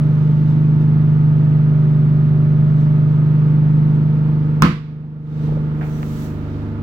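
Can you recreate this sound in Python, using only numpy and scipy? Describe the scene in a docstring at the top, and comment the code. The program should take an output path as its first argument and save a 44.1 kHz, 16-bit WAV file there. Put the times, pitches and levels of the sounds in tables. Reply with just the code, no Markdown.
"""Catering van, engine and cabinet door

A phone microphone starts at an open steel cold cabinet, where a small single-cylinder engine running
by the van booms; thin panels sing when its speed suits them. The cabinet door slams close by, and the
phone's gain control ducks and recovers. A hand bumps and slides over the steel counter while the phone
moves out of the boom towards the hatch."""
import sys
import numpy as np
from scipy import signal
from scipy.fft import rfft, irfft
from scipy.io import wavfile
from scipy.ndimage import uniform_filter1d

SR = 44100
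rng = np.random.default_rng(int(sys.argv[2]) if len(sys.argv) > 2 else 0)


def master(y):
    """Save y as 16-bit WAV."""
    cut = np.clip(np.atleast_2d(y).T, -1, 1)
    pcm = np.round(cut * 32767)  # scale
    wavfile.write(sys.argv[1], SR, pcm.astype(np.int16))


N = 300762
T = np.arange(N) / SR
FREQS = np.maximum(np.arange(N // 2 + 1) * SR / N, 1)

# the phone's two microphone ports: frequency_hz, likeness (-1 to 1), left_minus_right_db
PORTS = [(60, .9, -1), (200, .95, -1), (380, .86, -1.8), (700, .55, -2.2), (1300, -.03, -5.5),
         (2400, -.05, -5.5), (4400, 0, -3.8), (8000, .05, -1), (15000, .05, .8)]


def undb(db):
    """Decibels to gain."""
    return np.exp(np.asarray(db) * (np.log(10) / 20))


def level(x, db):
    """Scale to an rms level."""
    return x * undb(db) / np.sqrt(np.mean(x ** 2))


def curves(rows):
    """Columns of a time table at every sample."""
    times, *columns = np.transpose(rows)
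    return [np.interp(T, times, column) for column in columns]


def at_hz(rows, hz, column=1):
    """A column of a frequency table, read on a log axis."""
    rows = np.array(rows)
    return np.interp(np.log(hz), np.log(rows[:, 0]), rows[:, column])


def colour(x, rows):
    """Filter by a spectrum of (Hz, dB) points."""
    return irfft(rfft(x) * undb(at_hz(rows, FREQS)), N)


def band(x, hz, octaves):
    """Band-pass that keeps the level of white noise."""
    edges = np.minimum(hz * 2 ** (np.array([-octaves, octaves]) / 2), SR / 2 - 1)
    passed = signal.sosfilt(signal.butter(3, edges, "band", fs=SR, output="sos"), x)
    return passed * np.sqrt(SR / 2 / np.ptp(edges))


def walk(rate_hz):
    """Smooth random drift with unit rms."""
    knots = np.arange(0, T[-1] + 1, .5 / rate_hz)
    return level(np.interp(T, knots, rng.standard_normal(len(knots))), 0)


def decay(age, t60):
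    """Exponential fall of 60 dB in t60 seconds."""
    return np.exp(-np.log(1000) * age / t60)


def fade(start_s, t60):
    """Sudden onset, exponential decay; silent after twice the decay time."""
    age = T - start_s
    return ((age >= 0) & (age < 2 * t60)) * decay(np.maximum(age, 0), t60)


def swell(centre_s, width_s):
    """A smooth rise and fall around a moment."""
    return np.exp(-((T - centre_s) / width_s) ** 2 / 2)


def ports(pair):
    """Two unrelated signals become a diffuse field at the phone: alike in the bass, brighter right."""
    a, b = rfft(pair)
    likeness = at_hz(PORTS, FREQS)
    mid, side = a * np.sqrt((1 + likeness) / 2), b * np.sqrt((1 - likeness) / 2)
    lean = undb(at_hz(PORTS, FREQS, column=2) / 2)
    return irfft(np.array([(mid + side) * lean, (mid - side) / lean]), N)


def tone(phase, hz):
    """A partial at both ports; above the bass the right port leads further in phase."""
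    skew = np.arccos(at_hz(PORTS, hz)) / 2
    lean = undb(at_hz(PORTS, hz, column=2) / 2)
    return np.sqrt(2) * np.array([np.sin(phase - skew) * lean, np.sin(phase + skew) / lean])


def noise():
    """Diffuse white noise at the phone."""
    return ports(rng.standard_normal((2, N)))


def resonance_lags(levels_db):
    """Phase of each order when one pulse a cycle rings a causal body with these levels."""
    log_gain = np.log(undb(levels_db))
    mirrored = np.concatenate([log_gain[:1], log_gain, log_gain[-1:], log_gain[::-1]])
    return -signal.hilbert(mirrored).imag[1:]


def engine_hum(turns, rate_hz, place, waver_db=1.5, boom_waver_db=0.18, uneven=0.019):
    """Orders of the firing rate change with place; the fifth and sixth boom and beat once a cycle."""
    # standing waves give each place its own mix: order, cabinet_db, counter_db, hatch_db
    orders = [(1, -41.5, -48, -46), (2, -39.5, -40, -41), (3, -48.5, -34.5, -36.5), (4, -29, -41.5, -29),
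              (5, -21.5, -36, -40), (6, -12, -21, -33), (7, -40.5, -39, -53), (8, -29.5, -37.5, -44.5),
              (9, -32, -32, -33), (10, -39.5, -48, -49), (11, -36, -41, -36.5), (12, -46, -40, -38.5),
              (14, -55, -50.5, -44), (17, -47.5, -48, -62), (18, -50, -42.5, -49.5), (19, -51.5, -46, -52)]
    lags = resonance_lags(np.array(orders)[:, 1])
    out = 0
    for (order, *place_db), lag in zip(orders, lags):
        gain = np.interp(place, np.arange(3), undb(place_db))
        drift_db = (boom_waver_db if order in (5, 6) else waver_db) * walk(2.1)
        smear = .585 * order ** 2  # the way through the bodywork spreads each firing in time
        phase = 2 * np.pi * order * turns + lag - smear
        out = out + gain * undb(drift_db) * tone(phase, order * rate_hz)
    return out * (1 + uneven * walk(30))  # no two firings are equally strong


def engine_clatter(turns, rate_hz, rush_db=-32.5, rattle_db=-39.5, throb=0.055, flicker_db=0.35):
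    """Valve gear repeats its rattle every cycle; exhaust and cooling air rush in throbs."""
    # spectrum of rattle and rush: frequency_hz, density_db
    spectrum = [(30, -13.5), (70, 0), (150, 8), (280, 6), (450, -3.5), (720, -9), (1000, -10.5),
                (1300, -10.5), (1700, -16), (2500, -22.5), (4500, -32), (6000, -41), (8500, -50),
                (15000, -48.5)]
    cycle_samples = int(SR / rate_hz)
    cycle = rng.standard_normal((2, cycle_samples))
    rattle = ports(cycle[:, (turns % 1 * cycle_samples).astype(int)])
    rattle = level(colour(rattle, spectrum), rattle_db)
    rattle = signal.sosfilt(signal.butter(4, 480, "high", fs=SR, output="sos"), rattle)
    pulsing = 1 + throb * (np.cos(2 * np.pi * 3 * turns) + np.cos(2 * np.pi * 4 * turns) / 2)
    rush = level(colour(noise() * pulsing, spectrum), rush_db)
    return rattle + rush * undb(flicker_db * walk(9.8))


def singing_panels(turns, rate_hz, place, q=110, waver_db=1.5):
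    """Thin panels sing at the nearest engine order, louder as the speed brings it into tune."""
    # panel resonances when in tune: pitch_hz, cabinet_db, outside_db
    resonances = [(331, -39, -42), (376.5, -39, -44), (454, -49, -45), (602.5, -47, -48), (654, -57, -58),
                  (888, -51, -49), (909, -54, -58), (1238, -54, -58), (1260, -53, -58), (1365, -57, -54)]
    out, outside = 0, np.clip(place, 0, 1)
    for hz, cabinet_db, outside_db in resonances:
        order = round(hz / rate_hz.mean())
        detune = 2 * q * (order * rate_hz / hz - 1)
        db = (1 - outside) * cabinet_db + outside * outside_db + waver_db * walk(8.6)
        phase = 2 * np.pi * order * turns - np.arctan(detune)
        out = out + undb(db) / np.hypot(1, detune) * tone(phase, hz)
    return out


def handling_rustles(friction):
    """Soft handling rustles with three faint narrow bands of high hiss."""
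    # each rustle: centre_s, width_s, level_db
    rustles = [(0.252, 0.31, -60), (.5, 0.021, -59.5), (0.822, .015, -59.5), (2.814, 0.041, -57),
               (5.41, 0.12, -53.5), (6.555, 0.12, -58)]
    # their spectrum: frequency_hz, density_db
    spectrum = [(800, -11), (2000, 3), (3800, 3.5), (6000, -3.5), (8300, -11), (9500, -16.5),
                (15000, -11.5)]
    # narrow bands of hiss: centre_hz, relative_db
    hiss_bands = [(3700, -13), (6050, -18.5), (8300, -26)]
    narrow_hiss = sum(undb(db) * band(friction, hz, octaves=0.055) for hz, db in hiss_bands)
    envelope = sum(undb(db) * swell(centre_s, width_s) for centre_s, width_s, db in rustles)
    return (level(colour(friction, spectrum), 0) + narrow_hiss) * envelope


def counter_taps():
    """Short, well damped bumps on the counter, each in its own broad band."""
    # each bump: start_s, level_db, centre_hz, width_octaves, t60_s
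    bumps = [(3.952, -63, 4500, 2, .12), (5.487, -19, 70, 2.3, 0.45), (5.489, -30, 690, 0.72, 0.031),
             (5.522, -22, 330, 1.7, 0.038), (5.571, -22.5, 281, 1.9, 0.036), (5.812, -32, 910, 1.88, 0.27),
             (5.822, -43, 1620, 1.1, 0.19), (6.030, -19, 950, 2.47, 0.0085)]
    source, out = noise(), np.zeros((2, N))
    for start_s, db, hz, octaves, t60 in bumps:
        span = (T >= start_s) & (T < start_s + .5)
        burst = source[:, span] * decay(T[span] - start_s, t60)
        out[:, span] += undb(db) * band(burst, hz, octaves)
    return out


def latch_crack(start_s, level_db=3, t60=0.01):
    """The latch strikes with a brief, bright burst."""
    # spectrum of the crack: frequency_hz, density_db
    spectrum = [(200, -14), (700, 2), (1100, 19), (1800, 4), (3200, -8), (4300, -19), (5800, 1.5),
                (6700, -15), (7700, -9), (10000, -24), (15500, -13)]
    return level(colour(noise(), spectrum), level_db) * fade(start_s, t60)


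def door_ring(blows, span, gain_db=-8, rise_cycles=0.99):
    """Each blow rings door and cabinet; a longer contact leaves the high modes still."""
    # door and cabinet modes: pitch_hz, relative_db, t60_s
    modes = [(70.3, -11, 0.33), (109, -16, 0.095), (170.9, -0.5, 0.48), (210.3, -2, 0.27),
             (263.7, -8, 0.36), (306, -15.5, 0.36), (344, -13, 0.4), (489, -19, 0.36), (966, -20.5, .1),
             (1030, -15.5, 0.26), (1134, -14, 0.22), (1272, -9, 0.17), (1560, -21.5, 0.24),
             (1760, -23.5, 0.36), (2850, -26.5, 0.29), (3800, -38, .5), (4800, -42, .8)]
    out = np.zeros((2, N))
    for start_s, blow_db, contact_s in blows:
        age = np.maximum(T[span] - start_s, 0)
        for hz, mode_db, t60 in modes:
            gain = undb(gain_db + blow_db + mode_db) / np.hypot(1, (hz * contact_s) ** 2)
            rise = 1 - np.exp(-age * hz / rise_cycles)  # low modes take longer to swing up
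            out[:, span] += gain * rise * decay(age, t60) * tone(2 * np.pi * hz * age, hz)
    return out


def van_ring(start_s, span, gain_db=-13.5, build_s=0.0054):
    """Reflections build up between the van's steel walls, then each octave dies at its own pace."""
    # spectrum of the dense ring: frequency_hz, density_db
    spectrum = [(200, 5), (450, -5), (800, -7.5), (1100, 8), (1350, 3), (1650, -1.5), (2400, -5),
                (3500, -11.5), (4700, -15), (6500, -24.5), (9500, -32.5), (12000, -30), (15500, -33)]
    # its decay: frequency_hz, t60_s
    decay_times = [(200, 0.075), (1000, 0.44), (3000, 0.71), (6000, 0.63), (15000, 0.25)]
    age = T[span] - start_s
    reflections = rfft(level(colour(noise(), spectrum), gain_db)[:, span])
    bins_hz = np.maximum(np.fft.rfftfreq(len(age), 1 / SR), 1)
    build = 1 - np.exp(-age / build_s)
    out = np.zeros((2, N))
    for hz in 125 * 2 ** np.arange(8):
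        octave = np.maximum(1 - abs(np.log2(bins_hz / hz)), 0)
        out[:, span] += irfft(reflections * octave, len(age)) * build * decay(age, at_hz(decay_times, hz))
    return out


def air_thump(start_s, gain_db=2, pitch_hz=160, t60=0.018):
    """Air trapped in the cabinet springs back with one heavy thump."""
    cycles = pitch_hz * np.maximum(T - start_s, 0)
    return -undb(gain_db) * np.sqrt(cycles) * fade(start_s, t60) * np.sin(2 * np.pi * cycles)


def door_slam(thump_lag_s=.003, right_db=2):
    """The latch cracks on the right, door and trapped air boom, and the van rings on."""
    # the door lands and rebounds: start_s, relative_db, contact_s
    blows = [(4.622, 2.5, 0.0003), (4.647, -20, .001), (4.689, -9.5, 0.004)]
    slam_s = blows[0][0]
    span = (T >= slam_s) & (T < slam_s + 1)
    bright = latch_crack(slam_s) + van_ring(slam_s, span)
    body = door_ring(blows, span) + air_thump(slam_s + thump_lag_s)
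    return body + bright * undb(np.array([[-right_db], [right_db]]) / 2)


def palm_slide(friction, land_s=5.85, lift_s=6.25, peak_db=-44.5, swell_db_per_s=22, edge_db_per_s=137):
    """A palm lands, hisses ever faster over brushed steel with one brief squeak, and lifts off."""
    # spectrum of the hiss: frequency_hz, density_db
    spectrum = [(500, -10), (1500, 2), (4000, 1), (5200, -2), (6000, 1), (8000, -3), (10000, -10),
                (13000, -3), (15500, -2)]
    off_steel_s = abs(T - np.clip(T, land_s, lift_s))
    slide_db = peak_db - swell_db_per_s * np.maximum(lift_s - T, 0) - edge_db_per_s * off_steel_s
    hiss = level(colour(friction, spectrum), 0) * undb(slide_db)
    squeak = band(friction, hz=5900, octaves=.2) * undb(-59) * swell(centre_s=5.955, width_s=.028)
    return hiss + squeak


def rubbing(grain_db=0.5):
    """Skin catches and slips, making rustles and slide grainy."""
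    friction = noise()
    return (handling_rustles(friction) + palm_slide(friction)) * undb(grain_db * walk(120))


def scene(first_firing_s=0.010):
    """The engine runs under the door slam and the hand on the counter."""
    # the governor hunts slowly: time_s, firing_rate_hz
    speed = [(0.0, 25.09), (0.5, 25.47), (1.25, 25.28), (2.15, 25.07), (2.7, 25.15), (3.3, 25.24),
             (3.75, 25.37), (4.5, 25.29), (5.4, 25.3), (6.2, 25.14), (6.82, 25.25)]
    # the microphone's path: time_s, place (0 cabinet, 1 counter, 2 hatch), machinery_gain_db
    path = [(0, 0.24, .5), (.7, 0.063, 0.5), (3.8, 0.088, 0.5), (4.45, 0.58, -.5), (5.45, 0.77, -2),
            (5.8, 1, -1.5), (6.25, 1.66, -1), (6.82, 2.04, -2.5)]
    rate_hz, = curves(speed)
    place, machinery_db = curves(path)
    turns = np.cumsum(rate_hz) / SR - first_firing_s * rate_hz[0]
    machinery = engine_clatter(turns, rate_hz.mean()) + singing_panels(turns, rate_hz, place)
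    engine = engine_hum(turns, rate_hz[0], place) + machinery * undb(machinery_db)
    return engine + door_slam() + counter_taps() + rubbing()


def trailing(x, seconds):
    """Mean over the last seconds."""
    size = 2 * int(seconds * SR / 2) + 1
    return uniform_filter1d(x, size, origin=size // 2, mode="nearest")


def gain_control(x, limit=.75, depth_db=12.0, hold_s=0.53, attack_s=.2, release_s=0.23):
    """An overload turns the gain down; it is held, then creeps back."""
    overloaded = abs(x).max(axis=0) > limit
    last_overload_s = np.maximum.accumulate(np.where(overloaded, T, -np.inf))
    held = 1. * (T - last_overload_s < hold_s)
    cut = np.maximum(trailing(held, attack_s), trailing(held, release_s))
    return x * undb(-depth_db * cut)


def record(dry):
    """The phone ducks after the slam, clips its first swings and cuts the top above 15.9 kHz."""
    clipped = np.clip(gain_control(dry), -.9, .9)
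    return signal.sosfilt(signal.ellip(8, .2, 80, 15900, fs=SR, output="sos"), clipped)


dry = scene()
out = record(dry)
master(out)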